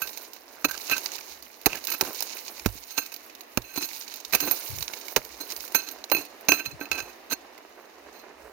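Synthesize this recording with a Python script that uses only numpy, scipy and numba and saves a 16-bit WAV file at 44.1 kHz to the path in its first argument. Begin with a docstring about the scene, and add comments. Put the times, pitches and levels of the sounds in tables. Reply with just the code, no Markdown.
"""A steel hand hoe strikes almost at once over a faint outdoor murmur and low rumble, then chops, scrapes and taps on
dry gravelly ground. Each blow crunches grit (clicky noise), knocks soil (low noise) and rings the blade (decaying modes
that the soil damps). Drags feed the same layers unevenly; stones clack and thrown earth patters down between blows.
Low thuds are short decaying sines. Later, short puffs of air buffet the left port of the two-port microphone."""
import sys
import numpy as np
from scipy import signal
from scipy.fft import rfft, irfft
from scipy.io import wavfile
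from scipy.ndimage import uniform_filter1d
from numba import njit

SR = 44100
rng = np.random.default_rng(int(sys.argv[2]) if len(sys.argv) > 2 else 0)


def wav_record(signal):
    """Record a signal, one row per channel, as 16-bit PCM in the file named by sys.argv[1]."""
    frames = np.transpose(np.atleast_2d(signal))
    bounded = np.clip(frames, -1, 1)
    # unit amplitude maps onto the largest positive 16-bit level
    quanta = np.round(bounded * 32767).astype(np.int16)
    wavfile.write(sys.argv[1], SR, quanta)


N = 375732


def undb(db):
    """Amplitude ratio of a level in dB."""
    return 10 ** (np.asarray(db) / 20)


def unit(x):
    """Scale to rms 1."""
    return x / np.sqrt(np.mean(x ** 2))


def sides(pan_db):
    """Left and right gains with the given left minus right dB; their mean is 1."""
    share = undb(pan_db) / (1 + undb(pan_db))
    return 2 * np.array([[share], [1 - share]])


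def colour(x, table):
    """Causal filter with the given (Hz, dB) shape, from the cepstrum of the log gain."""
    size = 2048
    hz, db = np.transpose(table)
    bin_hz = np.arange(size // 2 + 1) * SR / size
    log_gain = np.interp(np.log(bin_hz + 1), np.log(hz), db) * np.log(10) / 20
    cepstrum = irfft(log_gain)
    # fold the cepstrum onto positive time: minimum phase
    cepstrum[1:size // 2] *= 2
    cepstrum[size // 2 + 1:] = 0
    return signal.oaconvolve(x, irfft(np.exp(rfft(cepstrum))))[:N]


def curves(table):
    """Interpolate each column over time; the first column is in seconds."""
    s, *columns = np.transpose(table)
    return [np.interp(np.arange(N) / SR, s, column) for column in columns]


def walk(rate_hz):
    """Random levels held 1 / rate_hz s and slewed twice; spread near 1."""
    hold = int(SR / rate_hz)
    steps = np.repeat(rng.standard_normal(N // hold + 1), hold)
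    return 1.65 * uniform_filter1d(uniform_filter1d(steps, hold), hold)[:N]


def grains(table, share, scatter_db, own=0.):
    """Noise broken into uneven coloured clicks, a part (own) different at each port; rms 1."""
    size_db = scatter_db * np.minimum(rng.exponential(size=N), 4.5)
    size = (rng.random(N) < share) * undb(size_db)
    both, left = size * rng.standard_normal((2, N))
    own = np.clip(own, 0, 1)
    left_clicks = np.sqrt(1 - own) * both + np.sqrt(own) * left
    return np.array([unit(colour(x, table)) for x in (left_clicks, both)])


@njit
def ring(x, turn, loss, grip):
    """One mode as a rotating decaying phasor, with a loss that follows the grip."""
    y, z = np.empty(len(x)), 0j
    for i in range(len(x)):
        z = z * turn * (1 - loss * grip[i]) + x[i]
        y[i] = z.imag
    return y


# Murmur spectrum. Each row: frequency in Hz, density in dB per Hz.
AIR_SPECTRUM = [(71, -76), (120, -55), (223, -12), (350, -4.5), (663, -4.5), (1210, -7.5), (1390, -12),
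                (1900, -8), (3450, -13), (6600, -21), (7700, -31), (15200, -31.5), (16500, -51)]
# Port balance of the murmur. Each row: frequency in Hz, left minus right in dB.
AIR_BALANCE = [(100, -5), (700, -2), (3000, -5.5), (15000, 14)]
AIR_DB = -54.5


def air():
    """Outdoor murmur: bass alike at both ports, treble unrelated; it swells a little."""
    shared = colour(rng.standard_normal(N), [(300, 3.5), (700, -11), (1500, -22.5)])
    balance_hz, balance_db = np.transpose(AIR_BALANCE)
    out = []
    for half in (.5, -.5):
        own = colour(rng.standard_normal(N), [(300, -6.5), (700, 1.5), (1500, 0.0)])
        spectrum = [(hz, db + half * np.interp(np.log(hz), np.log(balance_hz), balance_db))
                    for hz, db in AIR_SPECTRUM]
        out.append(colour(shared + own, spectrum))
    out = np.array(out)
    return out / np.std(out.mean(0)) * undb(AIR_DB + 1.6 * walk(3))


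# Rumble spectrum. Each row: frequency in Hz, density in dB per Hz.
RUMBLE_SPECTRUM = [(25, -17), (45, -2), (60, 18), (75, -5), (120, -20)]
# Rumble swells. Each row: peak time in seconds, level in dB.
SWELLS = [(0.0, -67), (0.7, -63), (1.37, -65), (1.76, -66), (2.69, -52), (3.62, -60), (4.03, -79),
          (4.36, -62), (4.8, -53), (5.3, -61), (5.6, -67), (6.0, -72), (6.75, -60), (7.05, -61),
          (7.38, -69.5), (8.07, -68), (8.45, -59)]
SWELL_SIGMA_S, RUMBLE_FLOOR_DB = 0.052, -77


def rumble():
    """Wind on the microphone: faint low noise at both ports with bell-shaped swells."""
    t = np.arange(N) / SR
    swells = sum(undb(db) * np.exp(-((t - s) / SWELL_SIGMA_S) ** 2 / 2) for s, db in SWELLS)
    noise = unit(colour(rng.standard_normal(N), RUMBLE_SPECTRUM))
    return noise * (undb(RUMBLE_FLOOR_DB) + swells) * sides(-5.0)


# Blade meets ground. Each row: start in seconds, crunch in dB, then relative to it soil knock in dB,
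# low blade ring in dB, high blade ring in dB; push in ms.
BLOWS = [(0.0177, -33, -29, 8, 1.5, 4.8), (0.644, -19.5, -0.5, 7.5, -9, 7.7),
         (0.897, -26.5, -22, 10.5, -11, 1.6), (0.9114, -36, -1, -17, 2.5, 4),
         (0.932, -35.5, -19, 13, -20, 1.7), (1.6587, -18.5, -3, 8, 2, 8.4),
         (1.73, -32, -3.5, 13, -19, 0.91), (1.8699, -21.5, -39, -31, -6.5, 0.54),
         (1.901, -27, -30, -9, 1, 1.2), (1.917, -30.5, -15, 2.5, -3, 5.9), (1.935, -36.5, -4.5, -2, 1, 4.1),
         (2.0097, -16.5, -11.5, 0, -11, 4.3), (2.659, -19, 2, 1, -14, 2.3),
         (2.978, -24.5, -2, -2.5, -8.5, 2.5), (3.119, -39, -12, -6, -13, 8.6),
         (3.5733, -21, -0.5, 8.5, -3, 0.87), (3.775, -32.5, 8.5, -13, 0, 2.4),
         (4.3241, -30.5, -1, 4, 1, 23), (4.3346, -23.5, -16, 17.5, 3, 0.42),
         (4.3483, -20.5, -10, 2, 0.5, 5.5), (4.403, -22, -17, -12, -6.5, 1.6),
         (4.426, -30, -4, -19, -13, 1.6), (4.449, -44.5, 8, -18, 10.5, 20), (4.4746, -43, 6.5, 7, 3, 16),
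         (4.5111, -25.5, 2, -14, 3.5, 3.1), (5.1617, -17, 3, 7, -3, 4.8), (5.7471, -21.5, 3, 0, 4, 1.85),
         (5.911, -50, -19, -27, 16, 3.8), (6.1154, -29.5, 9, 12, 6.5, 9.7), (6.148, -27, 6, 7, -2, 1.9),
         (6.1651, -29.5, -16, 0, -27, 4.5), (6.485, -21.5, 2, 9.5, -2.5, 9.9),
         (6.5182, -16.5, -4, 5, -12.5, 3.4), (6.593, -43, -5, 16.5, -8, 15), (6.658, -40.5, -30, 8, 3, 3.2),
         (6.8108, -38, 6, 12.5, -14, 1.9), (6.8552, -40, -9, 7, -30, 1.4),
         (6.9145, -20.5, -13, 5, -14, 2.5), (6.929, -31.5, -29, 4, -24, 2.9), (6.977, -38, -6, 5, -26, 18),
         (7.002, -29, -10, 0.5, -32, 1.3), (7.3044, -44, -16, -17, -1, 13)]
# Landing stones and clods. Each row: start in seconds, level in dB, clack in Hz, treble in dB before
# the offset below, left minus right in dB.
STONES = [(0.0733, -22, 3800, -9, -6), (0.0925, -25, 3830, -20, -6), (0.131, -30.5, 4240, -10, -14),
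          (0.1737, -22.5, 4100, -7, -9), (0.3333, -30, 4100, -6, -13), (0.3626, -40, 4270, -5, -8.0),
          (0.6968, -33, 1580, -18, -8), (0.7105, -18, 1570, -12, -13), (0.7774, -30, 5780, -18, -10.5),
          (0.8077, -30, 4370, -7, -7), (0.815, -28, 4850, -19, -14), (0.9666, -20.5, 1550, -16, -15),
          (0.9804, -20, 4530, -7, -10.0), (1.059, -12.5, 4700, -30, -4), (1.1184, -24.5, 6550, -15, -11.5),
          (1.1553, -25, 4610, -15, -9), (1.183, -30, 2580, -10, -11.0), (1.2081, -32, 2410, -21, -11.0),
          (1.2645, -38, 6550, -9, -9.0), (1.4245, -29, 4710, -6, -8), (1.614, -41, 2620, -7, -10.0),
          (1.684, -32, 1540, -18, -12.0), (1.754, -24.5, 1670, -10, -10), (1.7722, -37, 2740, -9, -12.5),
          (1.8404, -27.5, 6170, -7, -7), (1.8492, -22, 4980, -3, 2), (1.9804, -50, 4130, -4, -6.0),
          (2.1301, -37, 4680, 3, -12.5), (2.147, -35, 4650, -8, -12), (2.206, -17, 5210, -10, -2),
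          (2.2241, -14.5, 5100, -7, -4), (2.369, -30, 2570, -7, -10), (2.4803, -23.5, 4250, -21, -8),
          (2.5955, -23, 2410, -34, 4), (2.775, -37, 2490, -10, -7.5), (2.8344, -45, 2550, -8, -8.0),
          (3.0614, -29, 4200, -6, -10.5), (3.1404, -25.5, 4130, -7, -11.5), (3.1622, -29, 4520, -4, -7),
          (3.2973, -33, 2490, -22, -5), (3.3508, -31, 3790, -9, -7), (3.4076, -27, 4030, -8, -9),
          (3.4334, -47, 2320, -12, -6.0), (3.5319, -44, 2720, -16, -10.0), (3.619, -33, 3870, -11, -11.0),
          (3.7403, -36, 2540, 0, -2), (3.8257, -18.5, 2550, -21, -13), (3.843, -25, 4140, -17, -11.5),
          (3.8886, -27, 5720, -19, -13.5), (3.9034, -36, 6250, -9, -9), (4.0123, -32, 5450, -10, -9),
          (4.079, -25.5, 4210, -13, -8.5), (4.1393, -25.5, 3870, -10, -11), (4.1586, -37, 5560, 4, -14),
          (4.2027, -27.5, 6640, -10, -11), (4.2491, -20, 3850, -20, -10), (4.7012, -41, 4930, -7, -11.0),
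          (4.7365, -33.5, 3970, -15, -13), (4.7852, -24, 6800, -13, -11.0), (4.8073, -23, 4400, -8, -13.5),
          (4.8252, -14, 3920, -12, -0.5), (4.8798, -21.5, 3970, -20, -9), (4.9352, -20.5, 2220, -14, -12),
          (5.012, -31, 3900, -21, -16), (5.0825, -25, 2230, -7, -6), (5.1207, -34, 5180, -6, -10.0),
          (5.2485, -36, 6500, -1, -11.5), (5.4036, -29, 6300, -9, 0), (5.5022, -18, 5270, -10, 1),
          (5.5124, -26, 5350, -11, -3), (5.5204, -18, 5300, -7, -1), (5.5636, -21.5, 4760, -4, -4),
          (5.6053, -26, 5500, -13, -11.5), (5.651, -33, 5870, 0, -9.5), (5.678, -28.5, 7200, -6, -7),
          (5.7209, -34, 6300, 1, -4), (5.7894, -32, 6290, -16, -14), (5.8044, -39, 6280, -10, -10.0),
          (5.887, -23.5, 3950, -8, -7), (5.9853, -39, 1640, -14, -8.5), (6.0405, -17, 4000, -19, -4),
          (6.0988, -20.5, 2610, -11, 5), (6.2508, -28.5, 2600, -3, -1), (6.4094, -43, 2350, 4, -6.0),
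          (6.4507, -42, 2700, -5, -5.5), (7.5782, -36, 2060, -11, -15)]
BLOW_TREBLE_DB, TREBLE_PER_RING, BLOW_PAN_DB = -2, 0.26, -1  # a brighter ring comes with finer grit
STONE_CRUNCH_DB, STONE_PUSH_MS = -9, 1.07
STONE_KNOCK_DB, STONE_RING_DB, STONE_FINE_DB = -24, -21, 6  # relative to the crunch


def contacts():
    """Blows and stones as columns: s, crunch, knock, low ring, high ring, treble, pan in dB, push ms."""
    blows = [(s, db, knock, low, high, BLOW_TREBLE_DB + TREBLE_PER_RING * high, BLOW_PAN_DB, ms)
             for s, db, knock, low, high, ms in BLOWS]
    stones = [(s, db + STONE_CRUNCH_DB, STONE_KNOCK_DB, STONE_RING_DB, STONE_RING_DB,
               fine_db + STONE_FINE_DB, pan_db, STONE_PUSH_MS) for s, db, _, fine_db, pan_db in STONES]
    return np.array(blows + stones).T


def pushes(db, tail_ms, free, late=0.):
    """Contact envelopes at both ports: quick rise, push while the blade cuts in, then decay."""
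    out, t_ms = np.zeros((2, N + SR)), np.arange(SR // 20) / SR * 1e3
    start_s, *_, pan_db, push_ms = contacts()
    for s, pan, push, level_db in zip(start_s, pan_db, np.maximum(push_ms, .3), db):
        i = int(s * SR)
        rise = np.clip((t_ms - late * push) / 0.47, 0, 1)
        shape = rise * np.exp(-np.maximum(t_ms - push, 0) / tail_ms)
        # a free blade bounces off, so its push fades from the start
        shape *= np.exp(-2.5 * free[i] * (np.minimum(t_ms / push, 1) - .4))
        out[:, i:i + len(t_ms)] += undb(level_db) * sides(pan) * shape
    return out[:, :N]


# Hold on the blade, kept until the next row. Each row: start in seconds, share of its free decay time,
# drive of its two bending modes in dB.
GRIP = [(0, 0.33, 3), (.6, 0.16, 3.5), (.69, 0.11, 14), (.85, 0.27, 0.5), (1.6, 0.059, 0),
        (1.85, 0.21, 5.5), (2.0, 0.071, 4), (2.9, 0.23, 2.5), (3.5, 0.058, 1), (3.63, 0.25, -2),
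        (4.3, 0.08, -2), (4.39, 0.26, 0), (5.1, 0.043, -9), (5.35, 0.26, 3), (6.1, 0.46, -10.5),
        (6.47, 0.49, -11), (6.515, 0.28, 0), (6.99, 0.3, 1), (7.25, 0.13, 5.5), (8.0, 0.37, -4)]


def hold():
    """Soil grip as a share of the free decay time, and the bending drive in dB, per sample."""
    s, free, bend_db = np.transpose(GRIP)
    row = np.searchsorted(s[1:] * SR, np.arange(N))
    return np.clip(free[row], .03, 1.5), bend_db[row]


# Blade and handle modes. Frequencies in Hz; each row of the partner table: level in dB, free t60 in seconds.
LOW_HZ, LOW_MODES = [2545, 2575, 2725], [(-3, 0.054), (4, 0.21), (-9, 0.4)]
BEND_HZ, BEND_MODES = [1330, 1552], [(-13.5, 0.33), (-6, 0.25)]
MID_HZ, MID_MODES = [4145, 4280, 6275, 6325], [(2, 0.29), (-13, 0.93), (-3, 0.39), (-3, 0.24)]
HIGH_HZ, HIGH_MODES = [8850, 9045, 11825, 11855, 14290, 15080, 15245, 15300, 15700], [(-16, 0.17), (-15, 0.26), (-10, 0.23), (4, 0.29), (-43.5, 0.32),
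                                        (-21, .3), (1, 0.37), (-13, 0.23), (-30, .2)]
HANDLE_HZ, HANDLE_MODES = [292, 328], [(-1.3, 0.4), (-5.5, 0.21)]


def modes(drive, tones_hz, table, free, pan_db):
    """Every mode rings from the same rough contact; grip shortens its decay."""
    rough, grip = drive.mean(0) * rng.standard_normal(N), 1 / free
    out = np.zeros(N)
    for hz, (db, t60_s) in zip(tones_hz, table):
        out += undb(db) * ring(rough, np.exp(2j * np.pi * hz / SR), np.log(1000) / (t60_s * SR), grip)
    return sides(pan_db) * out


def blade_and_handle(free, bend_db, low_drag, mid_drag, high_drag, clod_drag):
    """Steel modes ring and the wooden handle flexes, driven by contacts and drags."""
    _, crunch_db, knock_db, low_db, high_db, _, _, push_ms = contacts()
    # a longer push feeds the same ring more gently; a gripped blade needs more drive for it
    feed_db = crunch_db - 10 * np.log10(np.maximum(push_ms, .3) + 2.5)
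    slack = np.sqrt(free)
    low_drive = undb(-15.0) * pushes(feed_db + low_db, 1.4, free) + undb(-29) * low_drag / slack
    mid_drive = undb(-16.0) * pushes(feed_db + (low_db + high_db) / 2, 1.1, free)
    mid_drive += undb(-24) * mid_drag / slack
    high_drive = undb(-12.5) * pushes(feed_db + high_db, 0.92, free) + undb(-34.0) * high_drag / slack
    handle_drive = undb(-17.5) * pushes(feed_db + knock_db, 2.5, free) + undb(-19.5) * clod_drag
    low = modes(low_drive, LOW_HZ, LOW_MODES, free, 0.0)
    bend = modes(low_drive * undb(bend_db), BEND_HZ, BEND_MODES, free, -5.0)
    mid = modes(mid_drive, MID_HZ, MID_MODES, free, -0.5)
    high = modes(high_drive, HIGH_HZ, HIGH_MODES, free, -12.0)
    handle = modes(handle_drive, HANDLE_HZ, HANDLE_MODES, free, -2.5)
    return low + bend + mid + high + handle


# Coarse and fine grit spectra. Each row: frequency in Hz, density in dB per Hz.
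GRIT_SPECTRUM, FINE_SPECTRUM = [(530, -31.5), (900, 6), (1360, -16.5), (2290, 5.5), (3340, 3), (4050, 8.5),
                                (5100, 6), (6680, 7.5), (7790, -8), (9000, -12.5), (11700, -13.5),
                                (19800, -120)], [(4410, -85), (7500, -15.5), (9080, -10.5), (12400, 2.5),
                                              (15100, 5), (16200, -4), (16500, -40.5)]
OWN_GRAINS = 1  # share of the grit that each port hears alone


def grit(free, loose, cluster, fine_db, grit_drag):
    """Gravel crunches under blows and drags and patters as it falls, in coarse and fine clicks."""
    _, crunch_db, _, _, _, treble_db, _, _ = contacts()
    coarse_gain = pushes(crunch_db + 0.83, 4.15, free) + grit_drag
    coarse_gain += loose * cluster * undb(2.7 * walk(76) - 1.5)
    fine_gain = pushes(crunch_db + treble_db + 1.3, 4.6, free) + undb(-9.0) * grit_drag
    fine_gain += loose * cluster * undb(fine_db + 1.5 * walk(70))
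    coarse = grains(GRIT_SPECTRUM, .2, 3.23, OWN_GRAINS) * coarse_gain
    return coarse + grains(FINE_SPECTRUM, 0.2, 3.7, OWN_GRAINS) * fine_gain


# Soil spectrum. Each row: frequency in Hz, density in dB per Hz.
SOIL_SPECTRUM = [(88, -26.5), (150, -15), (377, 4), (699, 3.5), (1250, -6), (1640, -3.5), (2200, -10),
                 (2860, -11), (4840, -120)]


def soil_knock(free, loose, rumble_db, clod_drag):
    """Soil knocks hardest late in the push, then crumbles unevenly; falling clods rumble."""
    _, crunch_db, knock_db, *_ = contacts()
    level_db = crunch_db + knock_db
    gain = pushes(level_db + 0.224, 4.3, free, late=0.44)
    gain += pushes(level_db - 14, 14.2, free) * undb(4.0 * walk(120))
    gain += loose * undb(rumble_db + 2.0 * walk(40)) + clod_drag
    return grains(SOIL_SPECTRUM, 0.088, 3.93) * gain


# Blade dragged over gravel. Each row: start in seconds, length in seconds, low ring in dB, level change over
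# the drag in dB, then relative to the low ring upper rings in dB before the offsets below, grit in dB,
# clod rumble in dB.
DRAGS = [(0.022, 0.041, -36, -11, -20, -22, -18), (0.685, 0.069, -44.5, -5, 3, 4.5, -7.5),
         (0.885, 0.12, -32.5, -14.5, -5, -7, -23), (1.693, 0.1, -43.5, 0.5, -4, -6, -7),
         (1.879, 0.071, -41, 6.5, -6.5, -4, -12), (2.017, 0.081, -51.5, -1, -12, -15, 8),
         (2.88, 0.11, -57.5, 9, 10.5, -2, -39), (2.982, 0.15, -41, -23, 4.5, -2, -16),
         (3.64, 0.15, -51.5, 2.5, 3, -11, -20), (3.758, 0.12, -45.5, -4.5, 9.5, 7.5, -6.5),
         (4.347, 0.076, -37, -11, -12, -1, -8), (4.41, 0.17, -41, -16.5, 7, -9, -1.5),
         (5.165, 0.055, -51, -14.5, 2, 11, 17.5), (5.4, 0.041, -52, -23, 19, -16, 4),
         (5.746, 0.18, -38, -16.5, 8, -3.5, -15), (6.167, 0.097, -38.5, -21, 2.5, -1, -6),
         (6.52, 0.2, -34, -19.5, 3, -4, -15), (6.801, 0.061, -49, -22, 12.5, -9, -1.5),
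         (6.925, 0.18, -31.5, -21, -1.5, -9, -16.5), (7.299, 0.04, -44.5, 4.5, 11, 1.5, -3.5),
         (7.809, 0.048, -65.5, -4, 8.5, -3, -6), (8.126, 0.092, -60.5, -2.5, 8.5, -6, -8)]
DRAG_MID_DB, DRAG_HIGH_DB = -8.5, -4


def drags():
    """Gains of low, middle and high ring, grit and clods, roughened as the edge catches and slips."""
    out = np.zeros((5, N))
    for s, length_s, db, fade_db, upper_db, grit_db, clod_db in DRAGS:
        i, fade = int(s * SR), np.linspace(0, fade_db, int(length_s * SR))
        layers_db = np.array([0, upper_db + DRAG_MID_DB, upper_db + DRAG_HIGH_DB, grit_db, clod_db])
        out[:, i:i + len(fade)] = undb(db + fade + layers_db[:, None])
    return uniform_filter1d(out, size=200, axis=1) * undb(4.71 * walk(90))


CLACK_DB, CLACK_DECAY_CYCLES = -5.5, 7.4


def clacks():
    """Each landing stone clacks for a few cycles at its own pitch."""
    out, t = np.zeros((2, N + SR)), np.arange(SR // 50) / SR
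    for s, db, hz, _, pan_db in STONES:
        i = int(s * SR)
        clack = np.sin(2 * np.pi * hz * t) * np.exp(-hz * t / CLACK_DECAY_CYCLES)
        out[:, i:i + len(t)] += sides(pan_db) * undb(db + CLACK_DB) * clack
    return out[:, :N]


# Clack frequencies in Hz of the gravel sizes.
PEBBLE_HZ = [1500, 2200, 3000, 4300, 5200, 6400, 11500, 13500]


def pebbles(scatter_db, cycles, count):
    """Single stones land at random, each size with a short clack; each port hears its own; rms 1."""
    out, still = np.zeros((2, N)), np.ones(N)
    for hz in PEBBLE_HZ:
        for port in out:
            hits = np.zeros(N)
            size_db = scatter_db * np.minimum(rng.exponential(size=count), 4.5)
            hits[rng.integers(0, N, count)] = undb(size_db)
            port += ring(hits, np.exp(2j * np.pi * hz / SR), hz / (cycles * SR), still) * np.sqrt(hz)
    return unit(out)


# Loose earth falling, interpolated. 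Each row: time in seconds, patter in dB, then relative to it clod rumble
# in dB, treble in dB.
EARTH = [(0.09, -41, -7.5, 0), (0.45, -55.5, 1, -1), (0.9, -39, -8.5, -2), (1.19, -42, -14, -2),
         (1.5, -54.5, -5, 0), (1.7, -49.5, -7, 0), (2.09, -37.5, -12.5, -2), (2.61, -44.5, -9.5, -1.5),
         (3.2, -53, -21, -0.5), (3.66, -59.5, -28, 5), (3.96, -41, -18.5, -0.5), (4.25, -49.5, -9, -3.5),
         (4.55, -37.5, -11, 2), (5.22, -46.5, -5, -3), (5.74, -44.5, -5.5, -1.5), (6.05, -53.5, 1, -3),
         (6.57, -57.5, 5.5, -4), (6.75, -65, 12, -10), (6.95, -48, 0, -9), (7.2, -61, 7, -1),
         (8.52, -61.5, 14, -7)]


def earth():
    """Patter gain at both ports, bunching of its grains, clod and treble levels in dB."""
    patter_db, rumble_db, fine_db = curves(EARTH)
    return undb(patter_db) * sides(-1.0), undb(1.3 * walk(25)), rumble_db, fine_db


def hoe():
    """Blows, drags and the earth they loosen."""
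    free, bend_db = hold()
    loose, cluster, rumble_db, fine_db = earth()
    low_drag, mid_drag, high_drag, grit_drag, clod_drag = drags()[:, None] * sides(5.0)
    rings = blade_and_handle(free, bend_db, low_drag, mid_drag, high_drag, clod_drag)
    crunch = grit(free, loose, cluster, fine_db, grit_drag)
    knock = soil_knock(free, loose, rumble_db, clod_drag)
    pebble_gain = undb(-5.5) * loose * cluster + undb(-1.5) * grit_drag
    return rings + crunch + knock + clacks() + pebbles(5.3, 1.85, count=600) * pebble_gain


# Left port, shaded by the housing. Each row: frequency in Hz, gain in dB.
SHADE = [(100, -13.5), (350, -3.5), (600, -12), (1000, -0.5), (2500, -10.5), (5300, -10.5), (7000, -12.5),
         (9000, 5.5), (11000, -7), (13500, -9.5), (15500, -52)]


def ports(x):
    """The far port hears the treble round the housing: coloured and smeared over several paths."""
    left, right = signal.sosfilt(signal.butter(2, 90, "high", fs=SR, output="sos"), x)
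    left = colour(left, SHADE)
    bass = signal.sosfiltfilt(signal.butter(2, 2500, fs=SR, output="sos"), left)
    treble = left - bass
    for lag in (5, 11, 23):  # all-pass delays in samples
        taps = np.r_[.5, np.zeros(lag - 1), 1]
        treble = signal.lfilter(taps, taps[::-1], treble)
    return np.array([bass + treble, right])


# Low thuds. Each row: start in seconds, level in dB, pitch in Hz, hardness in dB per octave.
THUDS = [(0.651, -35, 163, 0.5), (1.667, -42.5, 140.6, 17), (2.027, -45.5, 166, 13),
         (2.661, -14.5, 100.3, -2), (2.754, -47, 131, 1.5), (3.575, -26.5, 115, 4), (4.337, -44, 133, -7),
         (5.165, -34.5, 124.4, 10.5), (5.746, -46, 153, 1.5), (6.119, -38, 142, -5), (6.486, -58, 132, 19)]
# Thud modes. Each row: multiple of the pitch, level in dB, t60 in seconds.
THUD_MODES = [(0.53, -22, 0.3), (1.011, -8.7, 0.15), (2.2, 6.5, 0.025), (3.1, -10, 0.058), (5.6, -14, 0.016)]
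THUD_PAN_DB = -16


def thuds():
    """Each thud is a short low swing; a harder thud favours its upper modes."""
    out, t = np.zeros(N + SR), np.arange(SR // 3) / SR
    for s, db, hz, tilt_db in THUDS:
        i = int(s * SR)
        for times, mode_db, t60_s in THUD_MODES:
            swing = np.sin(2 * np.pi * hz * times * t) * np.exp(-np.log(1000) * t / t60_s)
            out[i:i + len(t)] += undb(db + mode_db + tilt_db * np.log2(times)) * swing
    return sides(THUD_PAN_DB) * out[:N]


# Puffs of air. Each row: start in seconds, length in seconds, level in dB.
PUFFS = [(4.697, 0.13, -45.5), (6.663, 0.027, -44.5), (6.722, 0.042, -45), (6.907, 0.05, -51),
         (7.002, 0.04, -54)]
# Puff spectrum. Each row: frequency in Hz, density in dB per Hz.
GUST_SPECTRUM = [(25, -23), (50, -10), (100, 12.5), (160, -4), (300, -49)]
PUFF_PAN_DB = 43


def puffs():
    """Short bursts of low noise buffet the left port."""
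    t = np.arange(N) / SR
    gust = sum(undb(db) * (t > s) * (t < s + length_s) for s, length_s, db in PUFFS)
    noise = unit(colour(rng.standard_normal(N), GUST_SPECTRUM))
    return sides(PUFF_PAN_DB) * uniform_filter1d(gust, size=600) * noise


def scene():
    """Murmur and wind under the hoe, with low thuds."""
    return air() + rumble() + ports(hoe()) + thuds() + puffs()


TOP_HZ = 15900


def record(dry):
    """The microphone drops the deepest bass and dips near 3.3 kHz; the loudest peaks clip;
    nothing sounds above TOP_HZ."""
    dry = signal.sosfilt(signal.butter(4, 36, "high", fs=SR, output="sos"), dry)
    dry = dry - 0.5 * signal.lfilter(*signal.iirpeak(3330, 6.5, fs=SR), dry)
    clipped = np.clip(dry, -.85, .85)
    return signal.sosfilt(signal.ellip(8, .2, 80, TOP_HZ, fs=SR, output="sos"), clipped)


dry = scene()
out = record(dry)
wav_record(out)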